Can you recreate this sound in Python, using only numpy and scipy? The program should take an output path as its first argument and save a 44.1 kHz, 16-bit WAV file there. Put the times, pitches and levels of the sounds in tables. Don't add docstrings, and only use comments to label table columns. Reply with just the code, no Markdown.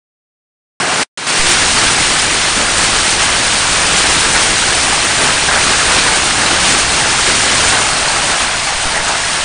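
import sys
import numpy as np
from scipy import signal
from scipy.fft import rfft, irfft
from scipy.io import wavfile

SR = 44100
rng = np.random.default_rng(int(sys.argv[2]) if len(sys.argv) > 2 else 0)


def wrap_up_sound(samples):
    columns = np.atleast_2d(samples).T
    tamed = np.clip(columns, -1, 1)
    steps = np.round(tamed * 32767).astype(np.int16)
    wavfile.write(sys.argv[1], SR, steps)


N = 416304


def from_db(db):
    return 10 ** (np.asarray(db) / 20)


def rms_one(x):
    return x / np.sqrt(np.mean(x ** 2) + 1e-20)


def automation(points):
    return np.interp(np.arange(N) / SR, *np.transpose(points))


def coloured(x, eq):
    hz, db = np.transpose(eq)
    bins = np.maximum(np.fft.rfftfreq(N, 1 / SR), 1)
    gain = from_db(np.interp(np.log(bins), np.log(hz), db))
    skirts = np.minimum(bins / hz[0], 1) * np.minimum(hz[-1] / bins, 1) ** 2
    return rms_one(irfft(rfft(x) * gain * skirts, N))


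def drift(rate_hz):
    step = 64
    pole = np.exp(-2 * np.pi * rate_hz * step / SR)
    noise = rng.standard_normal(2 * (N // step + 1))
    slow = signal.lfilter([1], [1, -2 * pole, pole * pole], noise)[N // step:]
    return np.interp(np.arange(N) / step, np.arange(len(slow)), rms_one(slow))


def ring(clicks, hz, t60):
    pole, angle = from_db(-60 / (t60 * SR)), 2 * np.pi * hz / SR
    return signal.lfilter([0, np.sin(angle)], [1, -2 * pole * np.cos(angle), pole * pole], clicks + 1e-18)


def impacts(per_s, spread_db):
    at = np.flatnonzero(rng.random(N) < per_s / SR)
    size = np.minimum(rng.exponential(1, len(at)), 4)
    clicks = np.zeros(N)
    clicks[at] = from_db(spread_db * size) * rng.choice([-1, 1], len(at))
    return clicks


def struck(clicks, low_hz, high_hz, cycles, surfaces):
    at, out = np.flatnonzero(clicks), np.zeros(N)
    landed_on = rng.integers(0, surfaces, len(at))
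    for surface, hz in enumerate(np.geomspace(low_hz, high_hz, surfaces)):
        hits = at[landed_on == surface]
        out += hz * ring(np.bincount(hits, clicks[hits], N), hz, cycles / hz)
    return rms_one(out)


def yard(x, wet_db, t60=0.24):
    t = np.arange(SR // 2) / SR
    tail = rng.standard_normal(len(t)) * from_db(-60 * t / t60) * (t > .008)
    return x + from_db(wet_db) * signal.fftconvolve(x, tail / np.linalg.norm(tail))[:N]


def wind(level_db):
    # frequency in Hz, gain in dB.
    rumble_eq = [(10, -1.5), (22, 0), (50, 0.5), (100, -2), (160, -8), (300, -28.5)]
    # start in seconds, signed pressure, decay in seconds.
    buffets = [(1.394, 0.27, 0.05), (8.694, 0.0041, .012), (8.751, -0.11, .02), (8.853, -0.22, 0.018),
               (8.99, 0.077, 0.034), (9.418, -0.08, .012)]
    t = np.arange(N) / SR
    lee_db = -14 * (t < buffets[0][0])
    out = from_db(level_db + lee_db) * coloured(rng.standard_normal(N), rumble_eq)
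    for start, pressure, decay_s in buffets:
        since = np.clip(t - start, 0, 1)
        out += pressure * np.minimum(since / 0.002, 1) * np.exp(-since / decay_s)
    return out


def spray(flurry):
    # frequency in Hz, gain in dB.
    spray_eq = [(2500, -24), (4500, -11), (5800, -3.7), (7000, -2.5), (8100, -2), (9000, -.3), (9600, 1.3)]
    near = rms_one(impacts(per_s=5000, spread_db=2.0))
    far = from_db(4) * rng.standard_normal(N)
    return coloured(near + far, spray_eq) * from_db(0.49 * flurry + drift(rate_hz=14))


def splashes(flurry):
    # frequency in Hz, gain in dB.
    splash_eq = [(900, -20), (1700, -2.5), (2250, -1.4), (2900, -0.5), (3300, -1.8), (3850, -2.5),
                 (4200, -2), (5300, -5), (6500, -9), (10000, -13.5)]
    near = struck(impacts(per_s=2200, spread_db=0.5), low_hz=1683, high_hz=6590, cycles=29, surfaces=32)
    far = from_db(9) * rng.standard_normal(N)
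    return coloured(near + far, splash_eq) * from_db(0.45 * flurry)


def drumming():
    # frequency in Hz, gain in dB.
    panel_eq = [(50, -27), (100, -7.5), (150, -1), (250, -1), (350, -0.3), (480, -1.3), (600, -5),
                (900, -20.5), (1800, -36.5)]
    near = struck(impacts(per_s=1200, spread_db=3.0), low_hz=79, high_hz=900, cycles=5.2, surfaces=16)
    far = from_db(9.5) * rng.standard_normal(N)
    return coloured(near + far, panel_eq)


def clatter(hollow_hz=686):
    # frequency in Hz, gain in dB.
    clatter_eq = [(300, -28.5), (510, -10), (630, -4.5), (830, -1.8), (960, -2.5), (1250, -1.9), (1500, -1),
                  (1650, -1.5), (1830, -5), (2050, -6), (3000, -13.5), (6000, -26.5)]
    # time in seconds, share of the hollow band added.
    openness = [(1.05, 0.21), (1.2, 0.022), (7.7, 0.14), (7.9, 0.32)]
    near = struck(impacts(per_s=1500, spread_db=1.5), low_hz=521.6, high_hz=2863, cycles=31, surfaces=52)
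    far = from_db(6) * rng.standard_normal(N)
    roar = coloured(near + far, clatter_eq)
    hollow = signal.lfilter(*signal.iirpeak(hollow_hz, Q=2, fs=SR), roar)
    return roar + automation(openness) * hollow


def pings():
    return struck(impacts(per_s=110, spread_db=2.5), low_hz=3677, high_hz=8190, cycles=360, surfaces=36)


def knocks():
    # start in seconds, then the main mode's level in dB, pitch in Hz, t60 in seconds.
    big_stones = [(1.468, -11, 4306, .02), (1.78, -13, 4520, .08), (2.195, -13, 4995, 0.055),
                  (4.927, -12, 810, 0.066), (5.002, -18, 4177, 0.076), (5.487, -5.5, 1620, 0.046),
                  (5.559, -8, 1630, .03), (5.818, -8, 1410, 0.017), (5.989, -8, 3980, .025),
                  (6.064, -10, 985, 0.049), (6.463, -8, 4050, .02), (7.189, -9, 1390, 0.034),
                  (7.772, -9, 1520, .02), (8.078, -10, 900, 0.029), (8.084, -13, 4330, .04),
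                  (8.725, -16, 880, 0.029), (8.855, -16, 261, 0.025), (8.958, -12, 1950, 0.03),
                  (8.971, -12, 1920, .08), (9.237, -8, 1894, .02)]
    # multiple of the pitch, level in dB against the main mode.
    tile_modes = [(1, 2), (.62, -13), (1.47, -14), (2.1, -16.5)]
    out = np.zeros(N)
    for start, db, hz, t60 in big_stones:
        click = from_db(db) * signal.unit_impulse(SR // 10)
        at = round(start * SR)
        for multiple, mode_db in tile_modes:
            out[at:at + len(click)] += from_db(mode_db) * ring(click, hz * multiple, t60 / multiple)
    return yard(out, wet_db=-12)


def volleys(attack_s=0.018, decay_s=0.023):
    # start in seconds, length in seconds, then level change in dB for clatter, drumming, rain.
    bursts = [(0.79, 0.24, 4.5, 8, 0), (1.45, .08, -0.5, -0.5, 2.5), (1.756, .15, 2, 2, 1.1),
              (2.554, 0.086, 1, 5.5, 0.5), (2.76, 0.051, 2.5, 4.5, .3), (3.188, 0.1, 2.5, -1, 0.8),
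              (4.326, 0.045, 2.5, 2, .5), (4.817, 0.081, 1, 3.5, 0), (5.172, 0.13, 3, 4, 1.5),
              (5.487, .1, 3.6, -0.5, -0.7), (5.86, 0.3, 1.8, 0.5, 0), (6.38, .12, 2, 1.5, -0.5),
              (6.658, .08, 0.5, 2.5, 1), (7.258, 0.066, 1, 4, 0.5), (7.717, 0.11, 3.5, 2.5, 0.5),
              (7.86, 0.37, 1.4, 0, -0.2), (8.279, 0.055, 5, 4.5, 0), (8.395, 0.21, 2.5, 1.5, 0.5),
              (8.658, 0.058, 4.5, -1, .8), (8.848, 0.16, 2.5, 3.5, .3), (9.058, 0.099, 4, 2, 0.5)]
    t, rides_db = np.arange(N) / SR, np.zeros((3, N))
    for start, length_s, *changes_db in bursts:
        attack = np.clip((t - start) / attack_s, 0, 1)
        release = np.exp(-np.clip(t - start - length_s, 0, 1) / decay_s)
        rides_db += np.outer(changes_db, attack * release)
    return rides_db


def gate(drop_db=9, fade_db_per_s=1400):
    # start in seconds, end in seconds, gain in dB.
    stretches = [(.8, 1.034, 0), (1.174, 1.268, -7.5), (1.268, 9.45, 0)]
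    t, gain = np.arange(N) / SR, np.zeros(N)
    for start, end, db in stretches:
        fade_db = (t > end) * (drop_db + fade_db_per_s * np.minimum(t - end, .1))
        gain = np.maximum(gain, (t >= start) * from_db(db - fade_db))
    return gain


def scene():
    # time in seconds, strength in dB.
    downpour = [(0.8, -18.5), (1.5, -13), (2.6, -15), (2.9, -14.0), (3.7, -14.5), (4.0, -13), (5.4, -15),
                (5.7, -12.5), (5.8, -14.5), (6.0, -12.5), (6.2, -14.5), (6.7, -13), (6.9, -14.5),
                (7.7, -13), (7.8, -15.5), (8.4, -16), (8.5, -18.5), (9.44, -16.9)]
    usual_db = -15
    pour_db = automation(downpour) - usual_db
    ground_db, roof_db, rain_db = volleys()
    flurry = drift(rate_hz=12)
    clumps = drift(rate_hz=8)
    drumming_db = -27.5 + 1.8 * pour_db + roof_db + 0.37 * clumps
    clatter_db = -19 + 0.92 * pour_db + ground_db + 0.45 * clumps
    splash_db = -16 + pour_db + rain_db
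    spray_db = -16.5 + 1.14 * pour_db + rain_db
    hail = from_db(drumming_db) * drumming() + from_db(clatter_db) * clatter()
    accents = knocks() + from_db(splash_db - 12) * pings()
    rain = from_db(splash_db) * splashes(flurry) + from_db(spray_db) * spray(flurry)
    mono = (hail + accents + rain + wind(level_db=-29.5 + pour_db)) * gate()
    return np.array([mono, mono])


def record(dry):
    cutoff_hz = 9640
    rounded = dry / (1 + dry ** 6) ** (1 / 6)
    return signal.sosfilt(signal.ellip(12, .05, 70, cutoff_hz, fs=SR, output="sos"), rounded)


dry = scene()
out = record(dry)
wrap_up_sound(out)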